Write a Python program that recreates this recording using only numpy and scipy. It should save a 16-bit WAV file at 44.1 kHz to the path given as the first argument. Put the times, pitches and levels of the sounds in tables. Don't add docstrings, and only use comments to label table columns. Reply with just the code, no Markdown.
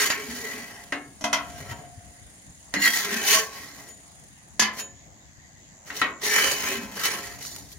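import sys
import numpy as np
from scipy import signal
from scipy.fft import rfft, irfft, next_fast_len
from scipy.io import wavfile
from scipy.ndimage import uniform_filter1d, map_coordinates

SR = 44100
rng = np.random.default_rng(int(sys.argv[2]) if len(sys.argv) > 2 else 0)


def makeup_ratio(level_db):
    decades = np.asarray(level_db, float) / 20
    return 10 ** decades


def persist_wave(psi):
    counts = np.round(np.clip(psi, -1, 1) * 32767).astype(np.int16)
    wavfile.write(sys.argv[1], SR, np.atleast_2d(counts).T)


N = 343228
TIME = np.arange(N) / SR

# t/s, level/dB
GUSTS_DB = [(0, -53.5), (1.05, -60), (1.6, -50.5), (2.7, -60), (4.2, -58), (5.85, -58.5), (6.9, -50.5),
            (7.78, -52.5)]
# f/Hz, level/dB per Hz
RUMBLE_SPECTRUM = [(20, -75), (38, -32), (58, -4), (193, -12), (265, -16), (300, -17), (390, -33.5),
                   (660, -120)]
# f/Hz, likeness
WIND_LIKENESS = [(30, 0.5), (90, 0.15), (160, 0.8)]
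# f/Hz, likeness
FAR_LIKENESS = [(60, 1), (240, 0.98), (950, -0.17), (3770, -0.13), (15000, 0.077)]
# f/Hz, level/dB per Hz
AIR_SPECTRUM = [(88, -5.5), (150, -3.5), (439, -15.5), (702, -8), (1360, -20), (1980, -10), (2360, -20),
                (5790, -20), (7180, -10), (8230, -31), (16000, -36)]
# f/Hz, level/dB per Hz
CHORUS_SPECTRUM = [(3240, -41.5), (5500, -23), (6470, 0), (7390, -3), (7880, -6.5), (8200, -39.5),
                   (10700, -68)]
# t/s, depth 0-1, swell/dB
CHORUS_BEAT = [(0, .3, 0), (2.7, .3, -1.5), (4.6, .4, 0.5), (5.3, .7, -1.5), (5.9, 1, 4.5), (7.78, .5, -2)]
# t/s, gap/s, slowing/s per stroke, level/dB, count
CHORUS_STROKES = [
    (2.0645, .0268, 0.0025, -52, 15),
    (2.466, .0268, 0, -42, 11),
]
# f/Hz, level/dB per Hz
TRILL_SPECTRUM = [(7000, -20.5), (8000, -19), (8500, -11), (9600, -7), (10500, -16), (11500, -25),
                  (16000, -29)]
# t/s, level/dB
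TRILL_LEVEL = [(0, -53.5), (2.7, -57.5), (4.2, -58), (4.6, -63), (5.1, -77), (5.85, -70.5), (6.9, -67),
               (7.78, -59)]
# t/s, gap/s, slowing/s per stroke, level/dB, count
TRILL_STROKES = [
    (2.0465, .0268, 0.0014, -48, 26),
    (3.881, 0.03, 0, -45, 7),
    (4.0762, .037, 0.002, -47, 12),
]

# f/Hz, likeness
NEAR_LIKENESS = [(60, 0.29), (180, 1), (550, 0.84), (1650, 0.43), (4970, -0.076), (15000, -0.0098)]
# f/Hz, level/dB
NEAR_BALANCE = [(60, -0.5), (180, 0.5), (550, -0.5), (1400, 3.5), (3500, -2.5), (15000, 1)]
# f/Hz, width/Hz, level/dB
HOUSING_NOTCHES = [(7550, 150, -8), (9300, 160, -7)]

# t/s, peak/dB, f/Hz
FRAME_THUDS = [(1.592, -35, 75), (1.62, -34, 110), (1.66, -36, 100), (1.69, -33, 120), (1.712, -25, 105),
               (1.787, -35, 143), (1.865, -40.5, 124), (1.975, -31.5, 98), (2.089, -40.5, 70.5)]
# t/s, peak/dB
CRUST_SNAPS = [
    (0.838, -27.5),
    (2.9343, -14),
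    (6.687, -10),
    (7.413, -28.5),
    (7.562, -20.5),
    (7.5954, -34),
    (7.718, -29),
]
# t/s, peak/dB
GRAIN_TICKS = [(0.0364, -15), (2.8754, -13), (2.8814, -14), (3.2764, -13), (3.3144, -14), (3.3374, -13),
               (3.3444, -13), (3.4094, -23), (6.109, -33), (6.3284, -18), (6.3504, -18.5), (6.3964, -18),
               (6.4014, -18), (6.4854, -17), (6.5204, -20), (7.0324, -22), (7.1044, -27), (7.1444, -28)]

# t/s, peak/dB, low/dB, bright/dB, pan/dB
PLATE_BLOWS = [
    (0.1018, -11.5, -30, 2, -1),
    (0.9228, -16, -0.5, -5, 1.5),
    (2.7391, -16.5, 0, 6, -0.5),
    (5.902, -23.5, -8, -7, 0.5),
]
# t/s, peak/dB, low/dB, bright/dB, pan/dB
CRUST_BITES = [
    (.001, -15, -33, -5, -6),
    (6.2191, -36, -17, 9, 1),
    (7.412, -39, -22, 7, -1),
    (7.45, -43, -18, 20, 1.5),
]
# f/Hz, level/dB, t60/s
PLATE_BLOW_MODES = [(285, -31.5, 0.48), (577, -28, 0.18), (716, -22.5, 0.35), (1083, -10, 0.47),
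                    (1308, -9, 0.089), (1610, 0, 0.1), (1762, -7.5, 0.4), (1893, 12, 0.038),
                    (2050, -4, 0.24), (2180, -7, 0.42), (2520, -14, 0.17), (2745, -6.5, 0.25),
                    (2965, -19, 0.28), (3925, -6.5, 0.058)]
# t/s, peak/dB, low/dB, bright/dB, pan/dB
FLAT_DROP = [
    (6.0153, -6, -8, -11, 0.5),
]
# f/Hz, level/dB, t60/s
FLAT_DROP_MODES = [(285, -9, .3), (748, -9, .25), (1087, -5, .4), (1330, 6, .06), (1577, -12, .3),
                   (1825, -5, .3), (1911, 13, .04), (2234, -4, .35), (2525, -6, .18), (3052, -3, .19),
                   (3950, -8, .015)]
# t/s, peak/dB, low/dB, bright/dB, pan/dB
RIM_BLOWS = [
    (1.2095, -36, 5, 10, 0.5),
    (1.2403, -17, -7, 3, 0),
    (1.3292, -10.5, -20, 2, -0.5),
]
# f/Hz, level/dB, t60/s
RIM_MODES = [(635, -8, .25), (845, -7, .12), (985, -2, .14), (1087, -11, .55), (1351, -5, .16),
             (1620, -5, .15), (1992, -2, .2), (2056, 0, .2), (2525, -8, .17), (3047, -5, .14),
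             (3250, -5, .13), (5276, -15, .17), (5733, -11, .15), (6336, -9, .15)]
# f/Hz, level/dB, t60/s
PLATE_HUM_MODES = [(222.7, -6, 0.47), (283.5, -6, 0.64), (660, -7.5, 1.15), (706, -6, 1.94),
                   (1089, -4, 0.65)]
# t/s, peak/dB, low/dB, bright/dB, pan/dB
TROUGH_BLOWS = [
    (4.5948, -2.5, -23, 5, 0),
                (4.621, -5.5, -16.5, -1, -0.5),
]
# f/Hz, level/dB, t60/s
TROUGH_MODES = [(215, -9, .4), (1000, -4, .18), (1028, -10, .45), (1631, -5, .18), (1728, -2, .26),
                (1790, -16, .5), (2040, -1, .17), (2557, -8, .2), (3015, -9, .2), (3515, -8, .16),
                (4646, -9, .15), (5286, -5, .15), (6266, -5, .13), (6858, -9, .14)]
# t/s, peak/dB, low/dB, bright/dB, pan/dB
BLADE_LIFTS = [
    (1.712, -28.5, -8, -9, 3.5),
    (3.888, -44, -31, 8, 6),
    (4.797, -18.5, -4, -6, 1),
]
# f/Hz, level/dB, t60/s
FREE_BLADE_MODES = [(1740, -25, 0.68), (2740, -12, 0.16), (3074, -8, 0.19), (3725, -19, 0.2),
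                    (5600, -17, .15), (6870, -6, 0.44), (8670, -15.5, .21), (9790, -18, .16),
                    (10900, -14, 0.1), (11950, -20, .15), (13400, -12, .06)]
# f/Hz, t60/s
CLATTER_T60 = [(150, 0.9), (1000, 0.43), (3000, 0.28), (7000, 0.14), (14000, 0.18)]
# f/Hz, level/dB per Hz
BLOW_SPECTRUM = [(80, -49), (230, 3), (1000, -0.5), (2050, -2), (3400, -2), (6300, 0.5), (7300, 0),
                 (7900, -10.5), (11000, -11), (16000, -27)]

# t/s, f/Hz, peak/dB, rise/s per 20 dB,
# fall/s per 20 dB
PLATE_SWELLS = [(.05, 410, -31.5, 0.4, .06), (.18, 421, -39.5, .06, 0.3), (.3, 240, -36.5, 3, 0.5),
                (.42, 429, -38.5, .1, 0.7), (.56, 236.4, -41.5, .1, .2), (.96, 285, -36, .03, .15),
                (1.255, 705, -30, 0.02, 0.15), (1.41, 1090, -35.5, .05, -0.3),
                (1.725, 1336, -41, 0.1, 0.08), (1.74, 720, -43, 0.5, 0.32), (1.72, 940, -39.5, -0.1, 0.1),
                (2.77, 285, -30, .01, 0.2), (2.77, 200.4, -35, .03, .12), (3.1, 404, -36.5, .15, 0.4),
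                (3.1, 199, -38, 0.1, 0.2), (3.17, 228, -36, 0.1, .08), (3.325, 441, -24, .035, .03),
                (3.39, 439, -29.5, -0.5, 0.1), (3.36, 643, -33, 0.5, .12), (3.343, 1092, -24, 0.07, .14),
                (3.46, 1095, -41, .05, .3), (3.3, 798, -33, .1, -0.2), (6.31, 419.7, -34.5, 0.3, 0.23),
                (6.42, 426, -32, 0.5, -0.1), (6.52, 414, -35.5, -0.1, .15), (6.53, 538, -33, 1.5, -0.5),
                (6.73, 549, -36, .05, -0.2), (6.745, 393, -33, 1, 0.1), (6.785, 235.5, -34, 1, 0.15),
                (6.85, 200.6, -41, 1.5, 0.8), (7.12, 438, -37.5, .15, 0.03), (7.63, 270, -43.5, -0.3, 0)]
# t/s, f/Hz, peak/dB, rise/s per 20 dB, fall/s
# per 20 dB
BLADE_SWELLS = [(.063, 6890, -23, .01, 0.04), (.125, 2299, -33, .02, .2), (.106, 4750, -21, .01, .018),
                (.114, 6900, -26, .02, .04), (.95, 1669, -46, .02, .2), (.95, 2153, -45, .02, .12),
                (.48, 1960, -34, .2, 0.4), (2.861, 3260, -30, -0.5, 0.2), (2.851, 2800, -33, 0.5, 0.09),
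                (2.869, 4200, -26, 1, -0.2), (2.87, 1577, -31, 4, .15), (2.845, 2050, -22, .06, .05),
                (2.84, 6890, -27, .08, .1), (2.938, 1920, -23, .01, 0.04), (2.985, 1920, -28, .04, .06),
                (3.12, 1910, -29.5, .08, -0.2), (3.16, 1570, -35, -1, 0.3), (3.32, 2290, -27, 0.4, 0),
                (4.793, 3074, -39, .01, 0.04), (4.8, 5700, -40, .03, .04), (4.68, 1025, -35, .05, .12),
                (6.3, 6900, -31, .05, .05), (6.332, 1800, -27.5, 0.1, 0.4), (6.392, 1794, -27, 0.5, -0.1),
                (6.38, 1630, -28, 1, 0), (6.4, 2290, -27, .15, .15), (6.412, 2990, -27, 1, 0.5),
                (6.502, 1350, -34, -0.5, -0.5), (6.52, 1890, -28, 0, -0.02), (6.66, 1910, -36, .1, .2),
                (6.72, 2470, -37, 0.5, -0.5), (7.06, 2290, -33, .06, .2), (7.04, 1302, -37, .06, .1)]

# t/s, peak/dB, rise/s per 20 dB, fall/s per 20 dB, brightness/dB
CRUST_SURGES = [(0.035, -21.5, 4, 0.05, -2.5), (0.063, -23, 0.03, 0.045, -1),
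                (0.109, -27.5, 0.03, 0.07, -4), (.2, -43.5, -1, .5, 1), (.37, -41, 0.25, .5, 7.5),
                (.49, -39, 11, .5, -6), (2.76, -27, 0.55, 0.08, -26.5), (2.828, -20, 0.06, 0.04, -5),
                (2.848, -18.5, .04, 0.1, -1), (2.878, -13, 0.04, 0.0223, -9), (2.938, -24, .03, .08, 0),
                (2.99, -29, .3, .2, 0), (3.15, -27.5, 0.19, 0.17, -4), (3.29, -24.5, 0.08, 0.1, 6),
                (3.338, -18.5, 0.1, 0.1, 0), (3.52, -43, .05, 0.73, -0.5), (6.25, -38, .1, 0.3, 4),
                (6.31, -29, 0.1, 0.18, 2), (6.4, -21.5, 0.18, 0.1258, -5.5), (6.501, -26, 0.51, .17, 0),
                (6.712, -25, 0.18, 0.136, -5), (6.6, -36, .2, .3, 3), (7.045, -28, 0.11, 0.22, -1),
                (7.145, -32.5, 0.32, 0.06, -6), (7.25, -43, .15, 0.35, 0), (7.43, -47.5, 0.035, 0.3, 15),
                (7.56, -52.5, 0, 0.1, 3), (7.73, -59, -1.8, -4, 13)]
# t/s, peak/dB, rise/s per 20 dB, fall/s per 20 dB, brightness/dB
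LIGHT_SLIDES = [
    (1.6, -45.5, 0.5, 0.42, -3.5),
    (1.716, -36, 0.05, 0.03, -6),
    (4.765, -52, .08, .1, 9),
    (4.79, -37, 0.03, 0.06, 2),
    (5.88, -60, 0, .1, -3),
    (5.97, -38.5, -0.27, 0.1, 1),
]
# from/s, to/s
BLADE_AIRBORNE = [
    (.88, 1.38),
    (1.85, 2.755),
    (3.89, 4.735),
    (4.805, 5.865),
    (6.01, 6.225),
]
# t/s, pressure 0-1
HAND_PRESSURE = [(0, 0.26), (.12, 0.5), (.9, 0.26), (1.6, 0.5), (2.76, 0), (2.95, 0.03), (3.2, 0.73),
                 (3.3, 0.98), (3.6, 0.45), (3.9, 0.1), (4.8, 0.81), (6.4, 0.63), (6.55, 0.98), (6.8, 0.8),
                 (7.5, 0.26)]
# f/Hz, width/Hz, light blade/dB, pressed blade/dB
PLATE_MODES = [(177.7, 4.2, 1.5, -58), (214, 11, 6, -17), (285, 1.9, 13.5, -34), (404, 4.4, 4, 10.5),
               (429.7, 7, -15.5, 11), (549, 4.5, -30, 15.5), (642, 5.5, -37, 12.5), (704.5, 1.3, 12, 13),
               (831, 15, -16, 5.5)]
# f/Hz, width/Hz, light/dB, pressed/dB
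BLADE_MODES = [(1027, 2.6, -48, 5.5), (1092, 12, -4.5, 3.5), (1331, 15.5, -16, 0), (1569, 15, -1.5, 4.5),
               (1640, 23, -0.5, -10), (1787, 20, -4, 8), (1907, 60, 7.5, -21.5), (1975, 70, 7, -46),
               (2055, 40, 6, -17.5), (2225, 12, -1, -17), (2290, 13, -12.5, 1), (2547, 10, -21.5, 8),
               (3002, 37, -11, 0.5), (3260, 20, 3.5, -1)]
# f/Hz, width/Hz, light/dB, pressed/dB
EDGE_MODES = [(4120, 10, 5.5, -50.5), (4630, 78, 2.5, -5.5), (5600, 39, 0.5, -6.5), (6135, 120, -3, 3.5),
              (6580, 59, -18, 1), (6860, 48, 4.5, 3.5)]
# f/Hz, width/Hz, level/dB
GRIT_MODES = [(7780, 16, -0.5), (8550, 64, 4.5), (9800, 75, -17), (10940, 35, 6.5), (11750, 52, -10),
              (12700, 54, -19), (13500, 130, -1.5), (15400, 220, -0.5)]
# f/Hz, level/dB per Hz
DENSE_SPECTRUM = [(71, -66), (120, -20.5), (222, -11.5), (341, -12), (949, -14), (1070, -13.5), (1940, 0),
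                  (2640, -4.5), (6770, -16), (7500, -23), (11100, -11.5), (16000, -16)]


def unit(x):
    return x / np.sqrt(np.mean(x ** 2) + 1e-20)


def along(points, hz):
    f, v = np.transpose(points)
    return np.interp(np.log(hz + 1), np.log(f + 1), v)


def over_time(points):
    return np.interp(TIME, *np.transpose(points))


def wobble(rate_hz):
    return map_coordinates(rng.standard_normal(int(N * rate_hz / SR) + 4), [TIME * rate_hz])


def filtered(x, response):
    m = next_fast_len(x.shape[-1] + SR // 2)
    return irfft(rfft(x, m) * response(np.fft.rfftfreq(m, 1 / SR)), m)[..., :x.shape[-1]]


def stereo_angle(alike, hz):
    return np.arccos(np.clip(along(alike, hz), -1, 1)) / 2


def paired(x, alike, same=0):
    def path(hz):
        return np.exp(1j * (np.pi / 2 + 1.2 * np.sin(hz / 90) + 1.2 * np.sin(hz / 237)))

    def mid_side(hz):
        angle = stereo_angle(alike, hz)
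        return np.array([np.cos(angle), np.sin(angle)])

    other = np.sqrt(1 - same) * x[1] + np.sqrt(same) * filtered(x[0], path)
    mid, side = filtered(np.array([x[0], other]), mid_side)
    return np.array([mid + side, mid - side])


def patchy(patchy_db, tall, long):
    z = signal.stft(rng.standard_normal((2, N)), nperseg=512)[2]
    field = uniform_filter1d(rng.standard_normal(z.shape[1:]), tall, 0)
    field = uniform_filter1d(field, long, 1)
    return unit(signal.istft(z * makeup_ratio(patchy_db * unit(field)), nperseg=512)[1][:, :N])


def resonances(f, modes):
    total = 0
    for k, (c, w, db) in enumerate(modes):
        total = total + (-1) ** k * makeup_ratio(db) * 1j * f * w / (c * c - f * f + 1j * f * w)
    return total


def rush(spectrum, patchy_db, alike=FAR_LIKENESS):
    noise = filtered(patchy(patchy_db, tall=6, long=14), lambda hz: makeup_ratio(along(spectrum, hz)))
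    return unit(paired(noise, alike))


def wing_strokes(bouts, steady, long_s):
    tiring_db = 0.1
    level = steady.copy()
    for start_s, gap_s, slowing_s, db, count in bouts:
        for k in range(round(count)):
            s = start_s + k * gap_s + slowing_s * k * (k - 1) / 2
            span = slice(round(s * SR), round(s * SR) + SR // 20)
            late = np.maximum(TIME[span] - s, 0) / long_s
            level[span] += makeup_ratio(db - tiring_db * k - 9.5) * late * np.exp(1 - late)
    return level


def wind():
    level_db = over_time(GUSTS_DB) + .6 * wobble(3.7)
    pan_db = np.array([[3.2], [-3.2]])
    return makeup_ratio(level_db + pan_db) * rush(RUMBLE_SPECTRUM, patchy_db=2.0, alike=WIND_LIKENESS)


def chorus():
    level_db, beat_hz = -58.5, 100.5
    s, depth, swell_db = np.transpose(CHORUS_BEAT)
    cycle = beat_hz * TIME + .1 * wobble(9)
    buzz = 1 + np.clip(np.interp(TIME, s, depth), 0, 1) * np.cos(2 * np.pi * cycle)
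    steady = makeup_ratio(level_db + np.interp(TIME, s, swell_db)) * unit(buzz)
    return wing_strokes(CHORUS_STROKES, steady, long_s=0.003) * rush(CHORUS_SPECTRUM, patchy_db=1.2)


def trill():
    cycle = 36 * TIME + .25 * wobble(13)
    pulses = 2 + (.5 + .5 * np.cos(2 * np.pi * cycle)) ** 2.5
    steady = makeup_ratio(over_time(TRILL_LEVEL)) * unit(pulses)
    return wing_strokes(TRILL_STROKES, steady, long_s=0.0031) * rush(TRILL_SPECTRUM, patchy_db=1.2)


def garden():
    return wind() + makeup_ratio(-53.5) * rush(AIR_SPECTRUM, patchy_db=2.5) + chorus() + trill()


def frame_thuds():
    t60_s, attack_s = 0.063, 0.0079
    out, t = np.zeros(N + SR), np.arange(SR // 4) / SR
    for s, db, hz in FRAME_THUDS:
        thud = makeup_ratio(db + 6.5 - 60 * t / t60_s) * np.sin(2 * np.pi * hz * t)
        out[round(s * SR):][:len(t)] += thud * (1 - np.exp(-t / attack_s))
    return out[:N] * makeup_ratio([[1.5], [-1.5]])


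def crumbs():
    out, t = np.zeros((2, N + SR)), np.arange(SR // 20) / SR
    for events, t60_s in [(CRUST_SNAPS, .035), (GRAIN_TICKS, .006)]:
        for s, db in events:
            noise = rng.standard_normal((2, len(t)))
            out[:, round(s * SR):][:, :len(t)] += makeup_ratio(db - 8 - 60 * t / t60_s) * noise
    return filtered(paired(out[:, :N], NEAR_LIKENESS),
                    lambda hz: hz / np.hypot(hz, 2500) / np.hypot(1, hz / 9000))


def blows(events, modes, ring_db, clatter_db, crack_db, lively):
    out, t = np.zeros((2, N + SR)), np.arange(SR) / SR
    hz, db, t60_s = np.transpose(modes)[:, :, None]
    strongest = max(events, key=lambda e: e[1])
    swing = makeup_ratio(db - 60 * t / t60_s) * np.exp(2j * np.pi * hz * t)

    def colour(blow, f):
        return along([(500, blow[2]), (1000, 0.0085), (3500, 0), (5500, blow[3])], f)

    def crowd(f):
        return 0.48 + resonances(f, [(c, 110, 4.0 + 0.51 * d) for c, d, _ in modes])

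    for blow in events:
        phase = rng.normal(0, 0.56, (2, *hz.shape)) * np.minimum(hz / 1500, 1)
        spread_db = colour(blow, hz) - colour(strongest, hz) + rng.normal(0, 1.5, (2, *hz.shape))
        knots_db = rng.normal(0, 4, (len(hz), 45))
        beats_db = np.array([np.interp(t, np.arange(45) / 44, k) for k in knots_db])
        size = makeup_ratio(beats_db * np.minimum(t / .15, 1))
        ring = ((makeup_ratio(spread_db) * np.exp(1j * phase))[..., 0] @ (size * swing)).imag

        f, frame_s, z = signal.stft(rng.standard_normal((2, SR)), SR, nperseg=128)
        z = z * makeup_ratio(along(BLOW_SPECTRUM, f) + colour(blow, f))[:, None]
        z = z * makeup_ratio(-60 * frame_s / (lively * along(CLATTER_T60, f)[:, None]))
        clatter = filtered(signal.istft(z, SR, nperseg=128)[1][:, :SR], crowd)
        clatter = paired(clatter, NEAR_LIKENESS, same=0.14)

        crack = uniform_filter1d(rng.standard_normal((2, SR)), size=3)
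        crack = paired(crack * makeup_ratio(3 + blow[3] - 60 * t / .014), NEAR_LIKENESS)

        sound = makeup_ratio(ring_db) * ring + makeup_ratio(clatter_db) * clatter + makeup_ratio(crack_db) * crack
        sound = sound * (1 - np.exp(-t / .0004))
        pan_db = np.array([[.5], [-.5]]) * blow[4]
        out[:, round(blow[0] * SR):][:, :SR] += sound * makeup_ratio(blow[1] + pan_db)
    return out[:, :N]


def knocks():
    out = blows(PLATE_BLOWS + CRUST_BITES, PLATE_BLOW_MODES,
                ring_db=-15, clatter_db=-2.0, crack_db=-4.0, lively=0.82)
    out += blows(FLAT_DROP, FLAT_DROP_MODES, ring_db=-19, clatter_db=-4, crack_db=0, lively=.9)
    out += blows(RIM_BLOWS, RIM_MODES, ring_db=-11.5, clatter_db=0.5, crack_db=-8.0, lively=0.94)
    out += blows(TROUGH_BLOWS, TROUGH_MODES,
                 ring_db=-19.5, clatter_db=-5, crack_db=-17.5, lively=1.03)
    out += blows(BLADE_LIFTS, FREE_BLADE_MODES, ring_db=-8, clatter_db=-12, crack_db=-24, lively=1.05)
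    out += blows(RIM_BLOWS + BLADE_LIFTS[:1], PLATE_HUM_MODES,
                 ring_db=-25.0, clatter_db=-39, crack_db=-57.5, lively=1.2)
    return out


def singing(swells):
    q, blur_hz, roughness = 24, 60, 1.25
    out, t = np.zeros((2, N + 2 * SR)), np.arange(-SR // 4, SR // 2) / SR
    contacts_s = [0] + [o[1] for o in BLADE_AIRBORNE] + [k[0] for k in PLATE_BLOWS + RIM_BLOWS]
    for s, hz, db, rise_s, fall_s in swells:
        rise_s, fall_s = np.clip(rise_s, .004, .16), np.clip(fall_s, .01, .3)
        knots = rng.standard_normal(400) + 1j * rng.standard_normal(400)
        drive = np.interp((t - t[0]) * (hz / q + blur_hz), np.arange(len(knots)), knots)
        rough = roughness * min(rise_s / .04, 1)
        landed_s = max(c for c in contacts_s if c == 0 or c < s + .02)
        level = makeup_ratio(db - 20 * np.maximum(-t / rise_s, t / fall_s))
        level = level * np.clip((s + t - landed_s) / .008, 0, 1)
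        wave = level * (1 + rough * drive) / np.hypot(1, rough) * np.exp(2j * np.pi * hz * t)
        sides = np.exp(1j * stereo_angle(NEAR_LIKENESS, hz) * np.array([[1], [-1]]))
        out[:, round(s * SR):][:, :len(t)] += (wave * sides).real
    return out[:, SR // 4:][:, :N]


def contact():
    lift_db_per_s, land_db_per_s = 239, 899.5
    round_db = -1.5
    s, db, rise_s, fall_s, bright_db = np.transpose(CRUST_SURGES + LIGHT_SLIDES)[:, :, None]
    t, rise_s, fall_s = TIME[::64], np.maximum(rise_s, .03), np.maximum(fall_s, .02)
    slope_db = 20 * np.maximum((s - t) / rise_s, (t - s) / fall_s)
    power = makeup_ratio(2 * (db + round_db - np.hypot(round_db, slope_db))) + 1e-12
    air_db = 0
    for lift_s, land_s in BLADE_AIRBORNE:
        gap_db = np.minimum(lift_db_per_s * (t - lift_s), land_db_per_s * (land_s - t))
        air_db = air_db + np.maximum(gap_db, 0)
    level_db = 10 * np.log10(power.sum(0)) - air_db
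    edge_db = (power * bright_db).sum(0) / power.sum(0)
    return np.interp(TIME, t, level_db), np.interp(TIME, t, edge_db)


def steel(modes, lo_hz, hi_hz, dense_db):
    def response(f):
        centre_db = along(DENSE_SPECTRUM, np.sqrt(lo_hz * hi_hz))
        dense = makeup_ratio(along(DENSE_SPECTRUM, f) - centre_db + dense_db)
        inside = 1 / np.sqrt((1 + (lo_hz / (f + 1)) ** 16) * (1 + (f / hi_hz) ** 16))
        body = inside * (resonances(f, modes) + dense)
        return body / np.sqrt(np.mean(np.abs(body) ** 2))
    return response


def scraping():
    blade_db, edge_db = contact()
    chatter = makeup_ratio(1.1 * wobble(35) + 1.7 * wobble(160) + 2.5 * wobble(900))
    force = unit(chatter * patchy(patchy_db=2.0, tall=3, long=16)) * makeup_ratio(blade_db)
    press = np.clip(over_time(HAND_PRESSURE), 0, 1)
    plate_db = -12.5 - 0.46 * np.maximum(blade_db + 33.5, -25) + 4 * press
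    grit_db = -2.5 + 0.94 * edge_db
    sound = filtered(force * makeup_ratio(grit_db), steel(GRIT_MODES, 7100, 17600, dense_db=-7))
    for share, column, dense_db in [(1 - press, 2, -12), (press, 3, -7)]:
        def grip(modes):
            return [(m[0], m[1], m[column]) for m in modes]

        part = force * np.sqrt(share)
        sound += filtered(part, steel(grip(BLADE_MODES), 933, 3190, dense_db))
        sound += filtered(part * makeup_ratio(plate_db), steel(grip(PLATE_MODES), 120, 1057, dense_db + 5.5))
        sound += filtered(part * makeup_ratio(edge_db), steel(grip(EDGE_MODES), 4050, 8230, dense_db - 0.5))
    return paired(sound, NEAR_LIKENESS, same=0.2)


def scene():
    griddle = scraping() + knocks() + crumbs() + singing(PLATE_SWELLS + BLADE_SWELLS)
    griddle = filtered(griddle, lambda hz: makeup_ratio(np.outer([.5, -.5], along(NEAR_BALANCE, hz))))
    return griddle + frame_thuds() + garden()


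def roll_off(x):
    return signal.sosfilt(signal.butter(12, 16050, fs=SR, output="sos"), x)


def record(dry):
    def housing(hz):
        notch_db = sum(db * np.exp(-((hz - c) / w) ** 2) for c, w, db in HOUSING_NOTCHES)
        top = np.where(hz < 15950, 1, makeup_ratio(-30) * (hz < 16500))
        return makeup_ratio(notch_db) * top / np.hypot(1, (36 / (hz + 1)) ** 4)

    return roll_off(filtered(dry, housing))


dry = scene()
out = record(dry)
persist_wave(out)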